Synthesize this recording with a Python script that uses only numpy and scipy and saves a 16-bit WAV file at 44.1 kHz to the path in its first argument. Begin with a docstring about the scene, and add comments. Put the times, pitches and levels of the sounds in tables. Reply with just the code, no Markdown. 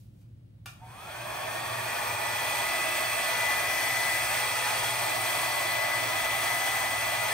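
"""In a small room a low machine hum (noise lines and a clean tone) lies under a faint hiss of handling.
The switch is touched, then thrown: bursts of rattle excite its housing modes, and the room answers.
The motor spins up exponentially; its tones climb with the turning rate past the casing modes.
Air roars through barrel and grille as turbulence noise, shaped by resonances and growing with speed.
The hand then moves the hair dryer about over a table: blade tone and a sliding airy band follow it."""
import sys
import numpy as np
from scipy import signal
from scipy.fft import rfft, irfft, next_fast_len
from scipy.io import wavfile

SR = 44100
rng = np.random.default_rng(int(sys.argv[2]) if len(sys.argv) > 2 else 0)


def field_ratio(decibels):
    """Amplitude ratio for a level in dB (20 dB per decade); scalars and array-likes work."""
    return 10 ** (np.asarray(decibels, dtype=float) / 20)


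def materialize(psi):
    """Save the field psi as 16-bit PCM at rate SR to the path in sys.argv[1].

    A 1-D psi becomes a single channel; in a 2-D psi each row is a channel.
    """
    bounded = np.clip(np.atleast_2d(psi).T, -1, 1)
    quanta = np.round(bounded * 32767).astype(np.int16)
    wavfile.write(sys.argv[1], SR, quanta)


N = 323253
TIME_S = np.arange(N) / SR
SIZE = next_fast_len(N + SR // 2)   # room for half a second of echo
FREQ = np.maximum(np.fft.rfftfreq(SIZE, 1 / SR), 1)
LEFT_RIGHT = np.array([[1], [-1]])   # signs of an opposed (side) part
MAINS_HZ = 60


def rms_one(x):
    """Normalisation: scales a signal to unit root-mean-square."""
    return x / np.sqrt(np.mean(x ** 2) + 1e-20)


def in_time(rows):
    """Linear interpolation: each column after t becomes one value a sample."""
    s, *columns = np.transpose(rows)
    return np.array([np.interp(TIME_S, s, column) for column in columns])


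def at_hz(points, hz=FREQ):
    """Spectral envelope: levels interpolated on a logarithmic frequency axis."""
    point_hz, level_db = np.array(points).T
    return np.interp(np.log(hz), np.log(point_hz), level_db)


def drift(rate_hz):
    """Low-pass random process: noise through two equal poles at rate_hz, scaled to unit rms."""
    r = np.exp(-80 * np.pi * rate_hz / SR)   # one step each 40 samples
    noise = rng.standard_normal(N // 40 + 2002)
    slow = rms_one(signal.lfilter([1], [1, -2 * r, r * r], noise)[2000:])
    return np.interp(np.arange(N) / 40, np.arange(len(slow)), slow)


def lorentzian(hz, centre_hz, width_hz):
    """Resonance curve: 1 at the centre, one half at half the width to either side."""
    return 1 / (1 + (2 * (hz - centre_hz) / width_hz) ** 2)


def to_time(spectra):
    """Fourier synthesis: spectra become samples."""
    return irfft(spectra, SIZE)[..., :N]


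def stereo_noise(colour_db, side_db):
    """Partial coherence: left and right noise spectra share a mid part and oppose a side part."""
    mid, side = rfft(rng.standard_normal((2, SIZE)))
    return (mid + field_ratio(side_db) * side * LEFT_RIGHT) * field_ratio(colour_db)


def resonance(x, hz, width_hz):
    """Damped mode: a two-pole band-pass with gain near 1 at its peak."""
    r = np.exp(-np.pi * width_hz / SR)
    zeros = np.array([1, 0, -1]) * (1 - r * r) / 2
    poles = [1, -2 * r * np.cos(2 * np.pi * hz / SR), r * r]
    return signal.lfilter(zeros, poles, x + 1e-18)


def room_response(count, t60):
    """Diffuse reverberation: spectra of unrelated, exponentially dying noise, mean power 1."""
    lag = np.arange(SR // 2) / SR
    tails = rng.standard_normal((count, len(lag))) * field_ratio(-60 * lag / t60) * (lag > .002)
    return rfft(tails / np.sqrt(np.sum(tails ** 2, axis=1, keepdims=True)), SIZE)


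# colour of the steady background: f/Hz, relative density/dB
BACKGROUND_COLOUR = [(18, -44), (30, -17), (120, -3.5), (182, -11), (359, -22.5), (410, -34), (546, -30),
                     (606, -35), (1050, -44), (3490, -48), (7260, -56), (8720, -52), (15500, -59)]
# its stereo width: f/Hz, side minus mid level/dB
BACKGROUND_SIDE = [(60, -18), (180, -13.5), (550, 3), (1650, 2), (4970, 1), (15000, -17)]
# noisy lines of the machine hum: f/Hz, width/Hz, rms level/dB
HUM_LINES = [(63, 4.8, -64), (102.3, 7.2, -57), (117, 4.5, -58.5), (153, 10, -69)]
# faint hiss of handling: t/s, rms level/dB
HANDLING_HISS = [(0.0, -66), (0.114, -79), (0.2, -74), (0.216, -71), (0.266, -83), (0.64, -99), (.7, -120)]


def room_tone():
    """Superposition of steady coloured noise, noisy hum lines, a wavering tone and a faint hiss."""
    side_db = at_hz(BACKGROUND_SIDE)
    out = field_ratio(-55) * rms_one(to_time(stereo_noise(at_hz(BACKGROUND_COLOUR), side_db)))
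    for hz, width, db in HUM_LINES:
        shape_db = 20 * np.log10(lorentzian(FREQ, hz, width))
        out += field_ratio(db) * rms_one(to_time(stereo_noise(shape_db, side_db)))
    # clean part of the hum, at twice the mains rate
    out += field_ratio(-55 + 3.3 * drift(1.4)) * np.sqrt(2) * np.sin(4 * np.pi * MAINS_HZ * TIME_S)
    hiss = rms_one(to_time(stereo_noise(at_hz([(800, -30), (3000, 1), (16000, -1)]), -2)))
    return out + field_ratio(in_time(HANDLING_HISS)) * hiss


# moments at which the switch is touched and thrown: t/s, relative level/dB
SNAP_TIMES = [(0.213, -60), (0.312, -72), (0.658, -25.5), (0.674, -44)]
# modes of switch and housing: f/Hz, relative level/dB, decay time t60/s
HOUSING_MODES = [(945, -2, .012), (1370, 0, 0.0059), (1710, -7, .012), (2330, 3.5, 0.008),
                 (3460, -11, .008), (4600, -9, .006), (6300, -13, .004), (8440, -15, .003)]


def switch():
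    """Impact excitation: milliseconds of rattle drive damped modes, and diffuse echoes follow."""
    kicks = np.zeros(N)
    for s, db in SNAP_TIMES:
        since = np.maximum(TIME_S - s, 0)
        kicks += field_ratio(db - 2.5) * (1 - np.exp(-since / 0.0011)) * np.exp(-since / 0.005)
    kicks *= rng.standard_normal(N)
    direct = 0.26 * signal.sosfilt(signal.butter(2, 900, "high", fs=SR, output="sos"), kicks)
    for hz, db, t60 in HOUSING_MODES:
        direct += field_ratio(db + 4.0) * resonance(kicks, hz, np.log(1000) / np.pi / t60)
    wall = 1 / (1 + 1j * FREQ / 12000)   # walls absorb the treble
    echoes = rfft(direct, SIZE) * wall * room_response(count=2, t60=0.37)
    return direct + field_ratio(4.5) * to_time(echoes)


TOP_SPEED_HZ, SWITCH_S, SPIN_UP_S = 249.75, .655, .36   # turns a second, onset, time constant


def turning_speed():
    """First-order response: the share of top speed rises exponentially towards 1."""
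    return 1 - np.exp(-np.maximum(TIME_S - SWITCH_S, 0) / SPIN_UP_S)


def turn_angle():
    """Phase as the integral of frequency: the shaft angle in radians."""
    return 2 * np.pi * np.cumsum(TOP_SPEED_HZ * turning_speed()) / SR


# motor modes that brush noise keeps ringing in the casing: f/Hz, width/Hz, mid rms level at full speed/dB
BRUSHED_MODES = [(2499, 34, -49.5), (3367, 99, -52.5)]
# casing modes that a rising motor tone sweeps through: multiple, f/Hz, width/Hz, level/dB
SWEPT_MODES = [(8, 745, 9, -37.5), (10, 915, 9, -36.5)]


def casing():
    """Forced vibration: rising tones sweep through casing modes, and brush noise keeps others ringing."""
    turns, speed = turn_angle(), turning_speed()
    ringing = 0
    for k, hz, width, db in SWEPT_MODES:
        ringing = ringing + field_ratio(db) * resonance(resonance(np.sin(k * turns), hz, width), hz, 80)
    brushes = rng.standard_normal((2, N))
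    for hz, width, db in BRUSHED_MODES:
        mid, side = rms_one(resonance(resonance(brushes, hz, width), hz, 3 * width))
        ringing = ringing + field_ratio(db) * speed ** 2.9 * (mid + 1.33 * side * LEFT_RIGHT)
    return ringing


# blade tone as the hand carries it through the standing waves:
# t/s, mean of left and right level at full speed/dB, left minus right level/dB
BLADE_PATH = [(2.2, -47, -10.5), (2.24, -38, -11), (2.31, -39.5, 3), (2.59, -39, -7), (2.73, -34.5, 2.0),
              (3.16, -40, -10), (3.5, -31, 7), (3.59, -35.5, 1.0), (3.69, -34.5, 6), (4.17, -32.5, 6),
              (4.31, -42.5, 6), (4.41, -36, 0.0), (4.77, -41, 4), (5.78, -34.5, 3.5), (5.83, -33, 11),
              (5.89, -37, 4.5), (5.94, -31.5, 10.5), (6.03, -37.5, 3), (6.37, -34, 7), (7.17, -36, 4),
              (7.33, -38.5, 9)]
# pitches where the climbing tone swells: f/Hz, width/Hz, boost/dB
PITCH_SWELLS = [(1330, 300, 8), (1845, 60, 6)]


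def blade_level(speed, flutter_db=0.96):
    """Standing waves: left and right dB swell and fade during the climb, then follow the hand."""
    level_db, pan_db = in_time(BLADE_PATH)
    held = level_db + pan_db * LEFT_RIGHT / 2
    pitch_hz = 8 * TOP_SPEED_HZ * speed
    swell = sum(db * lorentzian(pitch_hz, hz, width) for hz, width, db in PITCH_SWELLS)
    # chance fades: the rising tone crosses peaks and nulls of the room
    climbing = -46 + swell + 2.5 * np.array([drift(8.3), drift(8.3)])
    settled = np.clip((TIME_S - 2.19) / .05, 0, 1)
    flutter = flutter_db * np.array([drift(23.0), drift(23.0)])
    growth = 3.5 * 20 * np.log10(speed + 1e-6)   # amplitude as speed to the power 3.5
    return climbing + settled * (held - climbing) + growth + flutter


# other tones of the motor: cycles per turn
TONE_MULTIPLES = [1, 5, 6, 15, 16, 20, 23, 24]
# mean level of each at full speed: left level/dB, right level/dB
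TONE_LEVELS = [(-87, -65.5), (-50, -43.5), (-76, -62), (-74, -59.5), (-67, -56), (-57, -55.5), (-60, -71),
               (-62, -67)]


def motor(ripple=.2, waver_db=1.8, rise_db=85):
    """Harmonic series of the turning rate, its amplitude modulated by the rectified mains."""
    speed, turns = turning_speed(), turn_angle()
    out = field_ratio(blade_level(speed)) * np.sin(8 * turns)   # eight blades pass each turn
    for k, level_db in zip(TONE_MULTIPLES, TONE_LEVELS):
        waver = waver_db * np.array([drift(1.5), drift(1.6)])   # as the hand moves
        level = np.array(level_db)[:, None] + waver + rise_db * np.log10(speed + 1e-3)
        phase = rng.uniform(-1.1, 1.1, (2, 1))   # radians, differing at each microphone
        out += field_ratio(level) * np.sin(k * turns + phase)
    throb = np.sqrt(2) * (1 + ripple * np.sin(2 * np.pi * MAINS_HZ * TIME_S))
    return throb * out


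# how far the hand turns the dryer away from the microphones: t/s, level/dB
HAND_AIM = [(.8, -7.5), (1.2, -5.5), (1.7, -5), (1.9, -3.5), (2.3, -4), (2.5, -1.5), (2.7, -1.5),
            (3.0, -0.5), (4.0, -0.5), (4.4, 0.3), (5.1, -0.64), (5.7, -0.5), (5.9, -2), (6.5, -0.4),
            (6.9, -2), (7.33, -1.2)]
# airy band that slides as the hand moves the nozzle: t/s, f/Hz, rms level at full speed and 0 dB aim/dB
SLIDING_PATH = [(2.2, 2460, -37), (3.2, 2587, -41), (3.3, 2442, -44), (4.26, 2473, -43), (4.3, 2580, -45),
                (5.17, 2460, -46.5), (7.3, 2500, -45), (7.33, 2530, -43)]


def sliding_band(width_hz=130, side_db=-20):
    """Quadrature modulation: low-pass noise on a moving carrier, stronger as the dryer turns to face."""
    hz, level_db = in_time(SLIDING_PATH)
    (aim_db,) = in_time(HAND_AIM)
    phase = 2 * np.pi * np.cumsum(hz) / SR
    low = signal.butter(2, width_hz / 2, fs=SR, output="sos")
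    a, b = signal.sosfilt(low, rng.standard_normal((2, 2, N)))
    mid, side = rms_one(a * np.cos(phase) + b * np.sin(phase))
    stereo = mid + field_ratio(side_db) * side * LEFT_RIGHT
    return field_ratio(level_db + 2.1 * aim_db) * turning_speed() ** 3 * stereo


# stereo width of the echoes of the air: f/Hz, side minus mid level/dB
ECHO_SIDE = [(150, -8), (300, -4), (600, -2.5), (1200, -3), (1800, -8), (2600, -7), (4200, -5.5),
             (6500, -4), (8000, -6), (10000, -6.5), (12000, -4), (15000, -4.5)]
# tilt between the microphones: f/Hz, left minus right level/dB
LEFT_RIGHT_TILT = [(60, -1.0), (99, 1), (160, -22), (270, -2.5), (450, -0.5), (740, -0.5), (1220, 0.5),
                   (2010, 0.5), (3330, 0.5), (5500, -2.5), (9080, 1), (15000, 0)]


def air_at_microphones(colour_db, wet=0.45, t60=0.12, sway=1.5, lead=0.64, lead_top_hz=7600, diffuse=0.65):
    """Interference: one noise arrives direct and by echoes, whose pattern drifts as the dryer moves."""
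    source, place = rng.standard_normal(N), sway * drift(0.55)
    late_noise = rng.standard_normal(N)
    signals = [source, source * np.cos(place), source * np.sin(place), late_noise]
    direct, here, there, late = rfft(signals, SIZE)
    echoes = room_response(count=4, t60=t60)
    mid = (direct + wet * (here * echoes[0] + there * echoes[1])) / np.sqrt(1 + wet ** 2)
    side = here * echoes[2] + there * echoes[3] + diffuse * late   # late echoes differ left and right
    side = field_ratio(at_hz(ECHO_SIDE)) * side / np.sqrt(1 + diffuse ** 2)
    # a phase lead: the left microphone hears it first
    side = side + 1j * lead * mid * np.sqrt(FREQ / lead_top_hz) * (FREQ < lead_top_hz)
    tilt_db = at_hz(LEFT_RIGHT_TILT) * LEFT_RIGHT / 2
    return (mid + side * LEFT_RIGHT) * field_ratio(colour_db + tilt_db)


# broad colour of the air: f/Hz, relative density/dB
AIR_COLOUR = [(150, -37.5), (300, -17), (520, -15), (620, -7), (1500, -12.5), (3000, -23), (7000, -28.5),
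              (11000, -30), (16000, -26.5)]
# resonances of barrel, grille and table: f/Hz, width/Hz, boost/dB
AIR_RESONANCES = [(678, 59, 5), (779, 61, 3.5), (860, 34, 6), (959, 24, 6), (1100, 81, 4), (1800, 240, 6),
                  (2405, 550, 11), (3330, 420, 11), (4354, 750, 8), (5940, 640, 6), (8470, 1220, 10.5),
                  (9710, 1160, 5.5), (12600, 2900, 4)]
# low, middle and high parts of the rush, each: rms level at full speed and 0 dB aim/dB,
# power of the speed, share of the aim swing
LOW_ROAR = (-33, 2.8, 0.17)
MIDDLE_BARREL = (-34, 3, 1)
HIGH_GRILLE = (-35, 2.9, 1.21)


def rush(shared_db=.4, patchy_db=.7, flutter_db=.8):
    """Turbulence noise filtered by resonances; each third-octave band fluctuates a little on its own."""
    colour_db = at_hz(AIR_COLOUR)
    for hz, width, db in AIR_RESONANCES:
        colour_db = colour_db + db * lorentzian(FREQ, hz, width)
    spectra = air_at_microphones(colour_db)
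    parts, together = np.zeros((3, 2, N)), drift(9.7)
    for centre in 125 * 2 ** np.arange(0, 7.3, 1 / 3):
        window = np.cos(np.pi / 2 * np.clip(3 * np.log2(FREQ / centre), -1, 1)) ** 2
        gain = field_ratio(shared_db * together + patchy_db * drift(1.04) + flutter_db * drift(27.0))
        part = int(centre > 1700) + int(centre > 4200)   # roar, barrel or grille
        parts[part] += gain * to_time(spectra * window)
    speed, (aim_db,) = turning_speed(), in_time(HAND_AIM)
    out = np.zeros((2, N))
    for (db, power, share), part in zip((LOW_ROAR, MIDDLE_BARREL, HIGH_GRILLE), parts):
        out += field_ratio(db + share * aim_db) * speed ** power * rms_one(part)
    return out


def scene():
    """Superposition: the pressures of all sources add at the microphone pair."""
    return room_tone() + switch() + casing() + motor() + sliding_band() + rush()


def roll_off(x):
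    """The treble ends steeply here."""
    return signal.sosfilt(signal.butter(12, 17010, fs=SR, output="sos"), x)


def record(dry):
    """Band limitation: everything from 15730 Hz up is removed."""
    mix = to_time(rfft(dry, SIZE) * (FREQ < 15730))
    return roll_off(mix)


dry = scene()
out = record(dry)
materialize(out)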